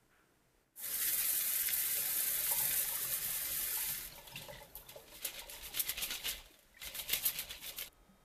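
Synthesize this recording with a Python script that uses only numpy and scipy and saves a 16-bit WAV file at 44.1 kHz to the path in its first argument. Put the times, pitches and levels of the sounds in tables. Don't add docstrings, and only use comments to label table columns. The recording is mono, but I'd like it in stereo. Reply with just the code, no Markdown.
import sys
import numpy as np
from scipy import signal
from scipy.fft import rfft, irfft, next_fast_len
from scipy.io import wavfile
from scipy.ndimage import uniform_filter1d

SR = 44100
rng = np.random.default_rng(int(sys.argv[2]) if len(sys.argv) > 2 else 0)


def master(y):
    cut = np.clip(np.atleast_2d(y).T, -1, 1)
    pcm = np.round(cut * 32767)
    wavfile.write(sys.argv[1], SR, pcm.astype(np.int16))


def invert_db(level):
    return 10 ** (np.asarray(level, dtype=float) / 20)


N = 363384
SINK_END_S = 7.887


def rms_one(x):
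    return x / np.sqrt(np.mean(x ** 2) + 1e-20)


def seconds():
    return np.arange(N) / SR


def in_time(rows):
    s, *columns = np.transpose(rows)
    return [np.interp(seconds(), s, column, left=-150, right=-150) for column in columns]


def at_hz(points, hz):
    point_hz, value = np.transpose(points)
    return np.interp(np.log(hz + 1), np.log(point_hz), value)


def summed_db(*levels_db):
    return 10 * np.log10(sum(invert_db(2 * db) for db in levels_db))


def drift(corner_hz):
    pole = np.exp(-80 * np.pi * corner_hz / SR)
    noise = rng.standard_normal(N // 40 + 2002)
    slow = signal.lfilter([1], [1, -2 * pole, pole * pole], noise)[2000:]
    return np.interp(np.arange(N) / 40, np.arange(len(slow)), rms_one(slow))


def dying(clicks, t60):
    return signal.lfilter([1], [1, -invert_db(-60 / (t60 * SR))], clicks + 1e-18)


def ring(clicks, hz, t60):
    radius = invert_db(-60 / (t60 * SR))
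    angle = 2 * np.pi * hz / SR
    return signal.lfilter([0, np.sin(angle)], [1, -2 * radius * np.cos(angle), radius * radius], clicks + 1e-18)


def clicks_at(rows, db):
    out = np.zeros(N)
    out[(np.array(rows)[:, 0] * SR).astype(int)] = invert_db(db)
    return out


def bright(x, low_hz):
    return signal.sosfilt(signal.butter(2, low_hz, "high", fs=SR, output="sos"), x)


# pitch_hz, left_right_likeness (0..1)
LIKENESS = [(30, .93), (70, .88), (140, .82), (250, .66), (500, .9), (1000, .96), (2000, .75), (4000, .28),
            (8000, .35), (15000, .42)]


def coloured(envelope, spectrum):
    size = next_fast_len(N)
    hz = np.arange(size // 2 + 1) * SR / size
    gain = rms_one(invert_db(at_hz(spectrum, hz)))
    alike = np.clip(at_hz(LIKENESS, hz), 0, .99)
    mid, side = rfft(envelope * rng.standard_normal((2, N)), size) * gain
    side = side * np.sqrt((1 - alike) / (1 + alike))
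    mid, side = irfft(mid, size)[:N], irfft(side, size)[:N]
    return np.array([mid + side, mid - side])


def grains(per_s, spread_db, t60, share, clump_db):
    sizes = invert_db(2 * spread_db * np.minimum(rng.exponential(1, N), 4))
    born = rng.random(N) < per_s * invert_db(clump_db * drift(25)) / SR
    power = dying(sizes * born, t60)
    share = np.clip(share, 0, 1)
    return np.sqrt(1 - share + share * power / power.mean())


def ticks(per_s, spread_db):
    sizes = invert_db(spread_db * np.minimum(rng.exponential(1, N), 5)) * rng.choice([-1, 1], N)
    born = rng.random(N) < per_s * invert_db(4.0 * drift(20)) / SR
    return rms_one(sizes * born)


def blips(per_s, low_hz, high_hz, cycles):
    sizes = invert_db(3.4 * np.minimum(rng.exponential(1, N), 4)) * (rng.random(N) < per_s / SR)
    dealt = rng.integers(0, 16, N)
    pitches = np.geomspace(low_hz, high_hz, 16)
    return rms_one(sum(ring(sizes * (dealt == k), hz, cycles / hz) for k, hz in enumerate(pitches)))


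def lumpy(x, depth_db):
    cells = signal.stft(x, nperseg=1024)[2]
    chance = rng.standard_normal(cells.shape[1:])
    chance = uniform_filter1d(uniform_filter1d(chance, 4, axis=0), 3, axis=1)
    gain = rms_one(invert_db(depth_db * rms_one(chance)))
    return signal.istft(cells * gain, nperseg=1024)[1][:, :N]


def swells(starts, lengths, peaks_db, rise, push, fall):
    t, power = np.arange(0, N, 32) / SR, 1e-15
    for s, length, db in np.broadcast(starts, lengths, peaks_db):
        to_peak = s + length - t
        climb = push * np.minimum(to_peak, length) + rise * np.maximum(s - t, 0)
        below_peak_db = np.where(to_peak > 0, climb, -fall * to_peak)
        power = power + invert_db(2 * np.maximum(db - below_peak_db, -200))
    return np.interp(seconds(), t, 10 * np.log10(power))


# time_s, murmur_db (room and water, before each layer's trim),
# leaning_db (hands and arms leaning on the sink)
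HANDLING = [(0, -72.5, -79), (.63, -73.5, -79.5), (.74, -81, -90), (.84, -61, -69), (1.0, -59, -70.5),
            (1.7, -60, -69.5), (2.0, -57, -70), (2.7, -55.5, -65), (3.3, -58, -65.5), (4.2, -61, -64),
            (4.4, -61.5, -69), (4.72, -62.5, -66.5), (6.1, -60.5, -63), (6.39, -61, -62), (6.6, -68, -77),
            (6.77, -68, -73), (6.87, -58, -64), (7.4, -56.5, -61), (7.885, -61, -65.5), (7.9, -67, -67),
            (8.24, -66.5, -71.5)]
# pitch_hz, relative_db_per_hz
RUMBLE_COLOUR = [(12, -25), (20, 2.5), (54, 3), (90, -9), (120, -38), (200, -120)]


def rumble():
    leaning_db = in_time(HANDLING)[1] + 3 * drift(5.8)
    return coloured(invert_db(leaning_db), RUMBLE_COLOUR)


# hit_s, level_db
THUMPS = [(1.99, -61), (3.05, -59), (3.25, -58), (3.53, -60), (3.9, -57.5), (4.36, -53), (4.51, -60),
          (6.87, -73)]
# pitch_hz, relative_db_per_hz
BASIN_COLOUR = [(53, -43.5), (90, -16), (129, -1.5), (250, -16), (320, -35.5), (550, -120)]
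BASIN_DB, BASIN_FOLLOWS, BUSY_DB = -69.5, 1.07, -59.5
BASIN_SETTLES_S, BASIN_SETTLES_DB = 5.4, 3


def basin():
    murmur_db = in_time(HANDLING)[0]
    drum_db = BASIN_DB + BASIN_FOLLOWS * (murmur_db - BUSY_DB) + 2.5 * drift(3.8)
    drum_db -= BASIN_SETTLES_DB * (seconds() > BASIN_SETTLES_S)
    hit_s, thump_db = np.transpose(THUMPS)
    thumps_db = swells(hit_s, 0, thump_db, rise=400, push=0, fall=90)
    return coloured(invert_db(summed_db(drum_db, thumps_db)), BASIN_COLOUR)


# pitch_hz, relative_db_per_hz
SINK_COLOUR = [(120, -29), (200, 1.5), (490, -3.5), (539, 7), (738, -0.5), (848, 1), (1200, -3.5),
               (1600, -24), (2080, -32), (3520, -120)]
# pitch_hz, relative_db_per_hz
STILL_ROOM_COLOUR = [(60, -12), (120, -3), (300, -2.5), (600, -1.5), (1200, -7), (2000, -30), (3500, -120)]
AT_SINK_S = (.75, SINK_END_S)


def murmur():
    level = invert_db(in_time(HANDLING)[0] - 5.0)
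    at_sink = (seconds() > AT_SINK_S[0]) * (seconds() < AT_SINK_S[1])
    sink_noise = lumpy(coloured(level, SINK_COLOUR), depth_db=4.0)
    return np.where(at_sink, sink_noise, coloured(level, STILL_ROOM_COLOUR))


# pitch_hz, relative_db_per_hz
AIR_COLOUR = [(590, -59), (1000, -66), (1290, -17), (1390, -12), (3830, -21), (15500, -21.5)]
# time_s, level_db
AIR_LEVEL = [(0, -76), (.63, -76), (.65, -80.5), (.75, -81), (.8, -60.5), (7.885, -72), (7.89, -73),
             (8.24, -74)]


def air():
    return coloured(invert_db(in_time(AIR_LEVEL)[0]), AIR_COLOUR)


def buzz():
    cycles = np.diff(np.floor(np.arange(N + 1) * 62 / SR))
    colour = [(100, -42.5), (300, -2), (900, -23), (2000, -18), (4000, -43)]   # pitch_hz, relative_db_per_hz
    return coloured(invert_db(-81) * rms_one(dying(cycles, 0.019)), colour)


# pitch_hz, level_db (before trim)
TONES_EARLY = [(360.7, -90), (452.2, -84), (1308, -106), (1416, -101), (1685, -103), (1836, -101),
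               (8096, -89), (8156, -100)]
# pitch_hz, level_db (before trim)
TONES_LATE = [(839.8, -88), (1265, -83.5), (2062, -93), (2369, -94), (3203, -92), (3698, -91)]


def steady_tones():
    t = seconds()
    early = sum(invert_db(db - 1.5) * np.sin(2 * np.pi * hz * t) for hz, db in TONES_EARLY)
    late = sum(invert_db(db + 6.0) * np.sin(2 * np.pi * hz * t) for hz, db in TONES_LATE)
    return (t < .64) * early + (t > SINK_END_S) * late


def rustle():
    level_db = swells(.116, 0.077, -70.5, rise=700, push=0, fall=110)
    colour = [(800, -28), (1200, -17), (1480, -7), (1800, -16), (3000, -27), (4500, -44)]   # pitch_hz, relative_db_per_hz
    return coloured(invert_db(level_db), colour)


# time_s, level_db
TAP_FLOW = [(0.74, -83), (0.752, -82), (0.758, -62), (0.79, -46), (0.85, -43), (0.95, -37), (1.1, -36.5),
            (1.4, -34.5), (2.1, -35.5), (2.8, -35.5), (2.86, -38.5), (3.1, -38.5), (3.9, -38), (3.97, -44),
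            (4.05, -48), (4.11, -64), (4.2, -63)]
# time_s, spray_change_db, splash_change_db
SPURTS = [(1.025, 2, 7), (1.084, 3.5, 6.5), (1.135, 4, 1.5), (1.2, 3, 3.5), (1.23, -2, 2), (1.31, 4, -0.5),
          (1.69, -5.5, 4.5), (2.32, 1, -2), (2.6, 2, 1), (2.77, 3.5, 1.5), (3.14, 4, 0), (3.2, -6, -1.5)]
SPURT_S = 0.018
SPLASH_DB, SPLASH_FOLLOWS, FULL_FLOW_DB = -47.5, 0.67, -35.5
SPLASH_START_S, SPLASH_RISE_DB_PER_S = 0.84, 400
SPLASH_GAIN_DB_PER_S = 0.74


def flow():
    t, (flow_db,) = seconds(), in_time(TAP_FLOW)
    spray_db = flow_db.copy()
    splash_db = SPLASH_DB + SPLASH_FOLLOWS * (flow_db - FULL_FLOW_DB)
    splash_db -= SPLASH_RISE_DB_PER_S * np.maximum(SPLASH_START_S - t, 0)
    splash_db += SPLASH_GAIN_DB_PER_S * (t - SPLASH_START_S)
    for s, more_spray_db, more_splash_db in SPURTS:
        bump = np.exp(-((t - s) / SPURT_S) ** 2)
        spray_db += more_spray_db * bump
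        splash_db += more_splash_db * bump
    return spray_db, splash_db


# pitch_hz, relative_db_per_hz
SPRAY_COLOUR = [(2350, -31.5), (4000, -18), (5460, -15), (7380, -6), (11700, 2.5), (13200, 4),
                (14500, -1.5), (15200, 2), (15500, -8)]
# pitch_hz, relative_db_per_hz
SPLASH_COLOUR = [(590, -30), (1000, -14.5), (1070, -18), (1260, -3), (1900, 5), (2660, 2), (3990, 3),
                 (5440, 1), (7000, 1.5), (9100, -29), (15400, -120)]


def tap():
    spray_db, splash_db = flow()
    flutter = drift(38)
    spray = invert_db(spray_db + 1.44 * flutter) * grains(830, 8.9, 0.0025, 0.17, clump_db=8.0)
    splash = invert_db(splash_db + 0.3 * flutter + 0.25 * drift(2.5))
    splash = splash * grains(500, 11.0, 0.0043, 0.13, clump_db=3.5)
    droplets = invert_db(spray_db - 17.0) * bright(ticks(650, 1.3), 12000)
    froth = invert_db(splash_db - 19.0) * blips(500, 1075, 4680, 98.0)
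    splashing = lumpy(coloured(splash, SPLASH_COLOUR), depth_db=1.5)
    return coloured(spray, SPRAY_COLOUR) + droplets + splashing + froth


BLOBS_S = (.75, 6.2)


def low_blobs():
    sounding = (seconds() > BLOBS_S[0]) * (seconds() < BLOBS_S[1])
    return sounding * invert_db(in_time(HANDLING)[0] - 7.0) * blips(200, 319.7, 1577, 81.0)


# hit_s, upper_modes_db, low_modes_db (below 700 Hz), both before trim
KNOCKS = [(1.888, -61, -62), (1.967, -69, -55), (2.024, -48, -58), (2.084, -48.5, -57), (2.473, -48, -65),
          (2.513, -33.5, -51), (2.6005, -36.5, -59), (2.73, -62, -53), (2.852, -49.5, -71),
          (2.921, -43, -64), (3.428, -56, -70), (3.486, -69, -58), (3.7155, -58, -70), (3.772, -41.5, -70),
          (3.834, -48.5, -71.5), (3.891, -41.5, -70), (4.178, -46, -55.5), (4.249, -52, -77),
          (4.322, -48, -70), (4.411, -47, -56), (4.437, -50, -69), (4.485, -37.5, -45), (4.55, -50, -56),
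          (4.604, -47, -53), (4.756, -53, -68), (4.915, -51, -59), (4.961, -51, -48.5), (5.0265, -61, -60),
          (5.1248, -62, -58), (5.246, -58, -51), (5.325, -54, -60), (5.357, -62, -61), (5.418, -50, -56),
          (5.459, -62, -55), (5.5, -63, -61), (5.526, -73, -63)]
# pitch_hz, relative_db, t60_s
BOWL_MODES = [(452, -8, 0.35), (543.4, 6, 0.17), (584.6, 5.5, 0.14), (861.5, 6, 0.088), (939, 7, 0.085),
              (1730, -5, 0.28)]
JOSTLE_S, JOSTLES_PER_S, JOSTLE_DB = (4.1, 6.2), 18, -77.5


def bowl():
    upper_db, low_db = np.transpose(KNOCKS)[1:]
    chance_db = rng.normal(0, 2.0, (len(KNOCKS), len(BOWL_MODES)))
    t = seconds()
    nudged = (rng.random(N) < JOSTLES_PER_S / SR) * (t > JOSTLE_S[0]) * (t < JOSTLE_S[1])
    ringing = 0
    for k, (hz, db, t60) in enumerate(BOWL_MODES):
        blow_db = low_db - 5.5 if hz < 700 else upper_db - 14.0
        blows = clicks_at(KNOCKS, blow_db + db + chance_db[:, k])
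        blows += nudged * invert_db(JOSTLE_DB + db + 4.9 * rng.standard_normal(N))
        grind = invert_db(-27.0) * dying(blows, .16) * rng.standard_normal(N)
        ringing = ringing + ring(blows + grind, hz, t60)
    contact = np.hanning(26) / 12.5
    return bright(signal.lfilter(contact, [1], ringing), 570)


# start_s, level_db (before its onset and decay), bubble_hz (before rise and waver)
DRIPS = [(2.972, -42, 1220), (2.995, -45, 1210), (3.05, -45, 1200), (4.1225, -44, 4330),
         (4.1794, -48, 2320), (4.2767, -45, 3410), (4.3201, -47, 5100), (4.3562, -33.5, 2700),
         (4.3744, -38.5, 3550), (4.4918, -48, 1700), (4.51, -50, 1990), (4.528, -44, 1980),
         (4.5544, -45, 1950), (4.5855, -44.5, 1920), (4.6194, -51, 2050), (4.6994, -59, 4300),
         (4.8663, -53, 3500), (4.958, -40, 590), (6.744, -54, 1990), (6.767, -48, 1858), (6.771, -51, 2290),
         (6.7894, -58, 1980), (6.83, -40, 2060)]


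def drips():
    out, t = np.zeros(N), np.arange(SR // 8) / SR
    wobble = rng.normal(0, 1, (len(DRIPS), 32))
    for (s, db, hz), chance in zip(DRIPS, wobble):
        waver = 0.0037 * np.interp(t * 256, np.arange(32), chance)
        pitch = hz * (1 + 0.85 * t + waver)
        level = invert_db(db - 60 * t / 0.041) * (1 - np.exp(-t / 0.00082))
        i = int(s * SR)
        out[i:i + len(t)] += level * np.sin(2 * np.pi * np.cumsum(pitch) / SR)
    return out


# start_s, crack_db (before trim), body_db (duller, under it)
SNAPS = [(4.075, -33, -55), (4.157, -42, -76), (4.271, -38, -66), (4.3595, -50, -64), (4.4194, -40, -65),
         (4.627, -43, -71), (4.754, -32, -75), (4.8908, -34, -59), (5.0792, -55, -61), (5.1642, -45, -71),
         (5.2224, -50, -56), (5.247, -22.5, -65), (5.393, -32, -66), (5.497, -29.5, -68),
         (5.5643, -46, -55), (5.6117, -50, -54.5), (5.742, -39, -52), (5.773, -28.5, -45),
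         (5.795, -19, -62), (5.893, -22.5, -40), (5.979, -47, -51), (6.0325, -40, -42), (6.1056, -33, -39),
         (6.119, -33, -46), (6.1523, -44, -44), (6.2438, -38, -49), (6.2562, -36, -42.5),
         (6.2884, -28, -44), (6.3794, -46, -56), (6.458, -48, -64), (6.541, -53, -64), (6.59, -45, -75),
         (6.6288, -50, -77), (6.7286, -60, -78), (6.818, -46, -50), (6.8718, -34, -44), (6.9485, -45, -51),
         (6.99, -31, -50), (7.1015, -31, -43.5), (7.1177, -40, -47), (7.129, -21, -50),
         (7.1334, -32, -35.5), (7.241, -33, -56), (7.2537, -20, -51), (7.3568, -44, -50), (7.388, -27, -52),
         (7.4954, -37, -61), (7.5074, -33, -50), (7.643, -48, -55), (7.6932, -42, -47), (7.7864, -31, -47),
         (7.8103, -28, -58), (7.8214, -45, -47)]
SNAP_TEARS_DB, SNAP_HOLD_S_PER_DB = -28, 0.0012


def snaps():
    crack, t = np.zeros(N), np.arange(SR // 10) / SR
    for s, db, _ in SNAPS:
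        i = int(s * SR)
        hold = SNAP_HOLD_S_PER_DB * max(db - SNAP_TEARS_DB, 0)
        crack[i:i + len(t)] += invert_db(db - 10.5 - 60 * np.maximum(t - hold, 0) / 0.021)
    hits = clicks_at(SNAPS, np.array(SNAPS)[:, 2])
    return crack, dying(hits, 0.051) + invert_db(1) * dying(hits, 0.009)


# time_s, level_db (before trim)
WETNESS = [(4.05, -64), (4.3, -58.5), (4.6, -61.5), (4.74, -83), (5.05, -72), (5.3, -67), (6.3, -60),
           (6.46, -62.5), (6.7, -76.5), (6.8, -78), (6.9, -78), (7.88, -51.5)]
# peak_s, fizz_db, rasp_db (before trim)
SQUEEZES = [(4.12, -63, -50.5), (4.155, -50.5, -65), (4.275, -62, -50.5), (4.358, -51.5, -42.5),
            (4.42, -52, -52), (4.48, -54.5, -58), (4.53, -62, -51), (4.6, -65, -62), (4.63, -59, -77),
            (4.765, -53.5, -57.5), (4.891, -53.5, -50), (4.95, -57, -57)]
# bite_s (bristles bite), push_s, fizz_db, rasp_db (at the end of the push, before trim)
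STROKES = [(5.08, 0.082, -50, -50.5), (5.221, 0.057, -43.5, -41.5), (5.345, 0.049, -45.5, -43),
           (5.492, 0.051, -45, -45.5), (5.63, 0.031, -44, -45), (5.744, 0.048, -37.5, -38.5),
           (5.87, .03, -39, -40.5), (5.985, 0.047, -37, -36), (6.1, 0.041, -38.5, -37.5),
           (6.252, 0.044, -35, -34.5), (6.822, 0.049, -41, -42), (6.952, 0.048, -40.5, -42),
           (7.097, 0.056, -34, -36.5), (7.241, 0.043, -33, -37.5), (7.36, 0.036, -38, -39),
           (7.498, 0.032, -43.5, -43), (7.64, 0.036, -41, -44), (7.785, 0.026, -42.5, -48.5)]


def rubbing():
    wet_db, = in_time(WETNESS)
    s, fizz, rasp = np.transpose(SQUEEZES)
    squeeze_fizz_db = swells(s, 0, fizz, rise=1500, push=0, fall=118)
    squeeze_rasp_db = swells(s, 0, rasp, rise=1500, push=0, fall=135)
    bite, push, fizz, rasp = np.transpose(STROKES)
    brush_fizz_db = swells(bite, push, fizz, rise=475, push=127, fall=294)
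    brush_rasp_db = swells(bite, push, rasp, rise=475, push=78, fall=182)
    fizz_db = summed_db(wet_db, squeeze_fizz_db, brush_fizz_db)
    rasp_db = summed_db(wet_db + 1, squeeze_rasp_db, brush_rasp_db)
    return fizz_db, rasp_db


# time_s, pitch_hz
HOLLOW = [(5.1, 2140), (5.6, 2200), (5.75, 2230), (6.4, 2190), (6.75, 1970), (6.95, 2280), (7.88, 2220)]


def hollow(x, width):
    out, state = np.zeros_like(x), np.zeros((2, 2))
    s, hz = np.transpose(HOLLOW)
    for i in range(int(s[0] * SR), N, 256):
        centre = np.interp(i / SR, s, hz)
        b, a = signal.iirpeak(centre, centre / width, SR)
        out[:, i:i + 256], state = signal.lfilter(b, a, x[:, i:i + 256], zi=state)
    return out


# pitch_hz, relative_db_per_hz
FIZZ_COLOUR = [(2350, -42), (4000, -2.5), (5190, -2.5), (8120, 2), (10300, 5.5), (12400, 9), (14200, 1),
               (15500, 1)]
# pitch_hz, relative_db_per_hz
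RASP_COLOUR = [(350, -14.5), (600, -14), (915, -16.5), (1420, -10.5), (1540, -11), (2830, -4), (3780, -2),
               (5200, -13), (7000, -13), (9100, -22.5), (15400, -120)]
# pitch_hz, width_hz, level_db (before trim)
BRUSH_MODES = [(2050, 40, -10), (2857, 250, -7), (3210, 56, -7), (3734, 41, -13), (5300, 100, -42.5)]


def scrub():
    fizz_db, rasp_db = rubbing()
    crack, body = snaps()
    fizz = invert_db(fizz_db - 4.5) * grains(890, 5.7, 0.06, 0.98, clump_db=6.5)
    rasp = invert_db(rasp_db - 7.0) * grains(300, 2.3, 0.021, 0.64, clump_db=1.5)
    rasping = lumpy(coloured(rasp + body, RASP_COLOUR), depth_db=2.5)
    fizzing = coloured(fizz + crack, FIZZ_COLOUR)
    wetness_db = uniform_filter1d(np.clip(fizz_db - rasp_db, -12, 9), size=2000)
    fizzing += invert_db(2.3 * wetness_db - 0.5) * bright(fizzing, 12900)
    out = fizzing + rasping
    out += invert_db(rasp_db - 13.5) * blips(400, 1916, 5120, 40.0)
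    out += bright(invert_db(fizz_db - 5.5) * ticks(440, 2.3), 3800)
    out += invert_db(-2.0) * hollow(rasping, width=130)
    for hz, width, level_db in BRUSH_MODES:
        out += invert_db(level_db - 3.5) * signal.lfilter(*signal.iirpeak(hz, hz / width, SR), rasping)
    return out


def tick():
    return coloured(dying(clicks_at([(7.929,)], -56), .012), SPRAY_COLOUR)


def thud():
    blow = signal.lfilter(np.hanning(100) / 50, [1], clicks_at([(8.09,)], -56))
    return ring(blow, hz=193, t60=0.27)


def kitchen():
    bed = rumble() + basin() + murmur() + air() + buzz() + steady_tones()
    return bed + rustle() + tick() + thud()


def sink(x, wet_db, t60):
    t = np.arange(SR // 4) / SR
    mid, side = rng.standard_normal((2, len(t))) * invert_db(-60 * t / t60) * (t > .002)
    side = .6 * side + .5 * bright(side, 2500)
    tail = np.array([mid + side, mid - side])
    tail *= invert_db(wet_db) / np.sqrt(np.sum(tail ** 2, axis=1, keepdims=True))
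    return x + signal.fftconvolve(x, tail, axes=1)[:, :N]


# pitch_hz, depth_db (per spread above the threshold)
HOLE_DEPTH = [(200, 0), (350, 16), (1000, 32), (1500, 32), (2500, 16), (5000, 10), (6500, 0)]
HOLES_S, HOLES_ABOVE = (.76, 4.35), .75


def narrow_holes(x):
    hz, s, cells = signal.stft(x, SR, nperseg=2048, noverlap=1536)
    chance = rng.standard_normal(cells.shape[1:])
    chance = uniform_filter1d(uniform_filter1d(chance, 5, axis=0), 7, axis=1)
    loud_part = (s > HOLES_S[0]) * (s < HOLES_S[1])
    excess = np.maximum(rms_one(chance) - HOLES_ABOVE, 0) - .05
    loss_db = at_hz(HOLE_DEPTH, hz)[:, None] * loud_part * excess
    return signal.istft(cells * invert_db(-loss_db), SR, nperseg=2048, noverlap=1536)[1][:, :N]


def scene():
    before_cut = seconds() < SINK_END_S
    room = kitchen()
    water = sink(tap() + scrub(), wet_db=-5.5, t60=0.079)
    pings = sink(low_blobs() + bowl() + drips() + np.zeros((2, N)), wet_db=-8.0, t60=0.073)
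    return narrow_holes(water * before_cut + room) + pings * before_cut


def low_pass(x):
    return signal.sosfilt(signal.butter(12, 16340, fs=SR, output="sos"), x)


def record(dry):
    mix = signal.sosfilt(signal.cheby2(14, 45, 15400, fs=SR, output="sos"), dry)
    mix[1] = signal.lfilter([.2, 1], [1, .2], mix[1])
    return low_pass(mix)


dry = scene()
out = record(dry)
master(out)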